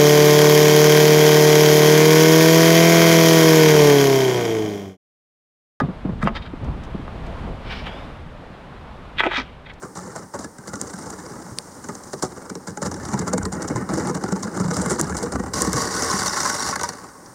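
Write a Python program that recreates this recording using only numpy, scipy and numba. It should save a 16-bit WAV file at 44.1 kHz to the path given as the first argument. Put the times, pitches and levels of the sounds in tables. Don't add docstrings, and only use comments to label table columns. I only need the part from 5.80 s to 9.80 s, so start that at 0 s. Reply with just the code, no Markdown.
import sys
import numpy as np
from scipy import signal
from scipy.fft import rfft, irfft
from scipy.io import wavfile
from scipy.ndimage import uniform_filter1d
from numba import njit

SR = 44100
rng = np.random.default_rng(int(sys.argv[2]) if len(sys.argv) > 2 else 0)


def materialize(psi):
    bounded = np.clip(np.atleast_2d(psi).T, -1, 1)
    quanta = np.round(bounded * 32767).astype(np.int16)
    wavfile.write(sys.argv[1], SR, quanta)


N = 176400
T = np.arange(N) / SR
F = np.maximum(np.fft.rfftfreq(N, 1 / SR), 1)

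# (f/Hz, relative level/dB)
WIND_SPECTRUM = [(22, 0.5), (55, 3), (100, -3.5), (200, -6.5), (350, -18)]
# (t/s, level/dB)
GUST_LEVELS = [(.15, -38), (.45, -26), (.7, -34), (.9, -24.5), (1.15, -33), (1.6, -30.5), (2.1, -34.5),
               (2.5, -42.5), (3.1, -40.5), (3.8, -41)]
# (f/Hz, relative level/dB)
RIVER_SPECTRUM = [(150, 5), (330, -1.5), (600, 1.5), (1050, -2), (2000, -10.5), (3600, -17), (6000, -31.5),
                  (10000, -38.5), (13000, -47), (15000, -56)]
# (t/s, level/dB)
FLOW_LEVELS = [(.2, -40.5), (.7, -41.5), (.88, -39), (1.25, -39), (1.6, -36.5), (1.8, -39), (2.2, -37),
               (2.45, -42), (3.3, -41.5), (3.8, -45)]
BUBBLES_PER_S, BUBBLE_HZ, BUBBLE_CYCLES, BUBBLE_SPREAD_DB, BUBBLE_DB = 490, 1100, 2.3, 30, -15
# (t/s, level before filtering/dB)
DROP_TICKS = [(.846, -35), (1.037, -30.5), (1.05, -37), (1.467, -32.5), (3.937, -35.5)]
# (t/s, level/dB, f/Hz, rise/s)
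HULL_THUMPS = [(0.016, -12.5, 247, 0.0042), (0.03, -13.5, 137, 0.01), (0.082, -20, 193, 0.0095),
               (0.25, -13.5, 189, 0.0049), (0.27, -23, 184.6, 0.0098), (0.29, -17.5, 159, 0.0065),
               (.315, -22, 129.6, 0.011), (0.433, -12, 164, 0.0028), (.442, -13.5, 171.6, 0.011),
               (0.493, -23.5, 212, 0.011), (.735, -20.5, 252, 0.0026), (0.826, -20, 121, 0.0067),
               (0.883, -17, 242, 0.0024), (0.932, -28, 199, 0.0032), (1.147, -16.5, 190.5, 0.0042),
               (1.194, -23.5, 217, 0.0036), (3.46, -15, 352.4, 0.008), (3.575, -25.5, 258, 0.013)]
OVERTONE_RATIO, OVERTONE_DB, RATTLE_DB = 1.7, -10.5, -16.5

# (f/Hz, width/Hz, relative level/dB)
FRICTION_BANDS = [(3300, 340, -6.5), (4750, 750, -17)]
# (peak t/s, rise/s, fall/s, level/dB, low f/Hz, top f/Hz)
WATER_SWISHES = [(1.922, 0.042, 0.055, -31.5, 1280, 4370), (1.996, 0.039, 0.018, -36.5, 1500, 5130),
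                 (2.069, 0.014, 0.022, -29, 790, 3700), (2.13, 0.063, 0.073, -43, 1000, 3300),
                 (3.65, 0.06, 0.13, -47.5, 906, 3900)]
# (f/Hz, width/Hz, relative level/dB)
SWISH_RESONANCES = [(2320, 62, 6.5), (2970, 440, 0.5), (5450, 630, 8.5)]

# (f/Hz, t60 before grip/s, stroke 1 level/dB, stroke 2 level/dB)
POLE_MODES = [(382, .1, -12, -2), (565, .09, -4, -12), (675, .15, 2, -6), (874, .11, -7, -1),
              (975, .11, -9, -4), (1082, .09, -6, -14), (1227, .085, 4, -5), (1292, .07, -5, 1),
              (1512, .08, -16, 0), (1680, .06, -7, -4), (1905, .06, -16, -3), (2000, .055, -9, -1),
              (2320, .055, -9, -1), (2495, .07, -18, -4), (3150, .04, -3, -8), (3322, .05, -12, -3),
              (3692, .06, 3, -2), (4840, .025, -1, -22)]
GRIP_RING_SHARES = (.95, .5)
SECOND_STROKE_S = 2.5
TRAVEL_S = 0.002245
# (peak t/s, rise/s, fall/s, level/dB, low f/Hz, top f/Hz)
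TIP_SKIDS = [(.002, 0.006, 0.0049, -11.5, 380, 1730), (0.426, 0.0065, 0.0041, -22, 886, 1890),
             (0.44, 0.01, 0.0091, -44, 5870, 13000), (0.477, 0.014, 0.0079, -22, 803, 2704),
             (0.552, 0.0034, 0.017, -26, 460, 1490), (.562, 0.0071, 0.013, -25, 900, 4500),
             (0.622, 0.0078, 0.014, -38.5, 1500, 4170), (0.663, 0.011, 0.0086, -34.5, 703, 3930),
             (3.392, 0.0074, 0.0063, -18.5, 1900, 3630), (3.4, 0.0055, 0.0094, -15.5, 1480, 3360),
             (3.436, 0.0069, 0.0085, -18.5, 670, 2880), (3.448, .007, 0.009, -22.5, 325, 1500),
             (3.466, 0.017, 0.012, -20, 396, 3020), (3.517, 0.012, 0.0049, -27.5, 1014, 2710),
             (3.539, 0.026, 0.0078, -22, 837, 3750), (3.559, 0.01, 0.018, -21.5, 1210, 3520),
             (3.584, 0.023, 0.015, -18, 703, 5730), (3.865, 0.0062, 0.0089, -38.5, 1396, 3800),
             (3.898, 0.0065, 0.011, -35, 1160, 3700)]
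SCRAPE_RING_DB, GRIT_DB, STONE_DB = 8.5, -19.5, -5
# (t/s, peak level/dB, centre f/Hz)
TIP_KNOCKS = [(0.4717, -4, 1350), (1.278, -22.5, 1520), (3.4031, -2, 1960), (3.434, -8.5, 1450),
              (3.4663, -9, 900), (3.514, -14, 1630), (3.536, -16, 1370), (3.579, -23.5, 780)]


def undb(db):
    return 10 ** (np.asarray(db) / 20)


def unit(x):
    return x / np.sqrt(np.mean(np.abs(x) ** 2))


def ride(points):
    return undb(np.interp(T, *np.array(points).T))


def colour(points):
    hz, db = np.array(points).T
    roll_off = np.minimum(F / hz[0], 1) ** 2 * np.minimum(hz[-1] / F, 1) ** 2
    return undb(np.interp(np.log(F), np.log(hz), db)) * roll_off


def edge(hz, kind, order):
    b, a = signal.butter(order, 1, kind, analog=True)
    return np.polyval(b, 1j * F / hz) / np.polyval(a, 1j * F / hz)


def resonance(hz, width):
    return 1 / (1 + 1j * (F ** 2 - hz ** 2) / (F * width))


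def wander(per_s):
    hold = int(SR / per_s)
    steps = np.repeat(rng.standard_normal(N // hold + 1), hold)
    return unit(uniform_filter1d(uniform_filter1d(steps, hold), hold)[:N])


def grains(spread_db):
    size = undb(spread_db * np.minimum(rng.exponential(size=N), 5))
    return unit(rng.choice([-1, 1], N) * size * (rng.random(N) < .15))


def swell(at, rise, fall):
    return np.exp(-np.maximum((at - T) / rise, (T - at) / fall))


def wind(buffet_db=2):
    rumble = irfft(rfft(rng.standard_normal(N)) * colour(WIND_SPECTRUM), N)
    return unit(rumble * undb(buffet_db * wander(22.1))) * ride(GUST_LEVELS)


def bubbles():
    age = T[:2048]
    out = np.zeros(N + len(age))
    for when, pitch, size in rng.random((int(BUBBLES_PER_S * N / SR), 3)):
        hz, start = BUBBLE_HZ * 2 ** (3 * (pitch - .5)), int(when * N)
        blip = np.exp(-age * hz / BUBBLE_CYCLES) * np.sin(2 * np.pi * hz * age * (1 + 7 * age))
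        out[start:start + len(age)] += undb(BUBBLE_SPREAD_DB * size - 9 * pitch) * blip
    return unit(out[:N])


def river(flicker_db=2.5):
    rush, noise = 0, rfft(rng.standard_normal(N)) * colour(RIVER_SPECTRUM)
    for hz in 125 * 2 ** np.arange(8):
        band = irfft(noise * np.maximum(1 - np.abs(np.log2(F / hz)), 0), N)
        depth_db = flicker_db * min(400 / hz, 1)
        rush += band * undb(depth_db * wander(25.12))
    return (unit(rush) + undb(BUBBLE_DB) * bubbles()) * ride(FLOW_LEVELS)


def drops(hz=3400, fall_s=.005):
    envelope = sum(undb(db) * swell(at, fall_s / 2, fall_s) for at, db in DROP_TICKS)
    band = edge(hz, "high", order=2) * edge(hz, "low", order=2) * edge(9500, "low", order=3)
    return irfft(rfft(envelope * rng.standard_normal(N)) * band, N)


def hull_thumps(wobble_rad=0.98):
    dull = edge(150, "high", order=2) * edge(750, "low", order=3)
    out, rattle = 0, unit(irfft(rfft(grains(spread_db=4.5)) * dull, N))
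    for at, db, hz, rise in HULL_THUMPS:
        age = np.maximum(T - at, 0)
        phase = 2 * np.pi * hz * age + wobble_rad * wander(150)
        ring = np.sin(phase) + undb(OVERTONE_DB) * np.sin(OVERTONE_RATIO * phase)
        envelope = age / rise * np.exp(1 - age / rise)
        out += undb(db) * envelope * (ring + undb(RATTLE_DB) * rattle)
    return out


def hand_slide(peak_s=2.11, rise_s=0.073, fall_s=0.12, gain_db=-41.5, glide_per_s=1.1):
    glide = 1 + glide_per_s * np.clip(T - peak_s, -fall_s, rise_s)
    phase_per_hz = 2 * np.pi * np.cumsum(glide) / SR
    friction = 0
    for hz, width, db in FRICTION_BANDS:
        phase = hz * phase_per_hz
        friction += undb(db) * (wander(width) * np.sin(phase) + wander(width) * np.cos(phase))
    return undb(gain_db) * friction * swell(peak_s, rise_s, fall_s)


def swishes(spray_db=-15, flutter_db=1.7):
    hollow = 1 + sum(undb(db) * resonance(hz, width) for hz, width, db in SWISH_RESONANCES)
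    out, tone = 0, hollow * edge(2180, "low", order=2)
    for at, rise, fall, db, low_hz, top_hz in WATER_SWISHES:
        band = edge(low_hz, "high", order=1) * (edge(top_hz, "low", order=8) + undb(spray_db))
        fizz = grains(spread_db=2) * swell(at, rise, fall) * undb(flutter_db * wander(90))
        out += undb(db) * unit(tone * band) * rfft(fizz)
    return irfft(out, N)


def pole_ring(at):
    stroke = int(at > SECOND_STROKE_S)
    ring = 0
    for hz, t60, *stroke_db in POLE_MODES:
        width = np.log(1000) / (np.pi * t60 * GRIP_RING_SHARES[stroke])
        ring += undb(stroke_db[stroke]) * resonance(hz, width)
    return ring


def pole_travel():
    return np.exp(-4j * np.pi * TRAVEL_S * np.sqrt(1000 * F))


def scrapes():
    out, clicks = 0, grains(spread_db=4.5)
    grit = undb(GRIT_DB) * edge(8500, "low", order=3)
    for at, rise, fall, db, low_hz, top_hz in TIP_SKIDS:
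        envelope = undb(db) * swell(at, rise, fall)
        contact = edge(low_hz, "high", order=2) * (edge(top_hz, "low", order=8) + grit)
        wood = (1 + undb(SCRAPE_RING_DB) * pole_ring(at)) * edge(4070, "low", order=2)
        out += unit(contact * wood) * rfft(np.roll(clicks, rng.integers(N)) * envelope)
        stone_hz = np.sqrt(low_hz * top_hz) * (1 + .12 * wander(45))
        stone = wander(260) * np.sin(2 * np.pi * np.cumsum(stone_hz) / SR)
        out += undb(STONE_DB) * rfft(stone * envelope)
    return irfft(out * pole_travel(), N)


def knocks(ring_db=9):
    out = 0
    for at, db, hz in TIP_KNOCKS:
        blow = edge(hz * 0.28, "high", order=1) * edge(hz * 1.05, "low", order=4)
        arrival = pole_travel() * np.exp(-2j * np.pi * F * at)
        knock = irfft(blow * arrival * (1 + undb(ring_db) * pole_ring(at)), N)
        out += undb(db) * knock / np.abs(knock).max()
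    return out


def scene():
    pole = knocks() + scrapes() + swishes() + hand_slide()
    return (pole + hull_thumps() + drops() + river() + wind())[None]


@njit
def follow(x, attack_s, release_s):
    out, level = np.empty(len(x)), 0.
    for i in range(len(x)):
        level += (x[i] - level) / (SR * (attack_s if x[i] > level else release_s))
        out[i] = level
    return out


def record(dry, threshold_db=-21, ratio=1.134, top_hz=15600):
    level = follow(np.abs(dry[0]), attack_s=0.0082, release_s=1.)
    gain = np.maximum(level / undb(threshold_db), 1) ** (1 / ratio - 1)
    return signal.sosfilt(signal.ellip(8, .2, 70, top_hz, fs=SR, output="sos"), dry * gain)


dry = scene()
out = record(dry)
materialize(out)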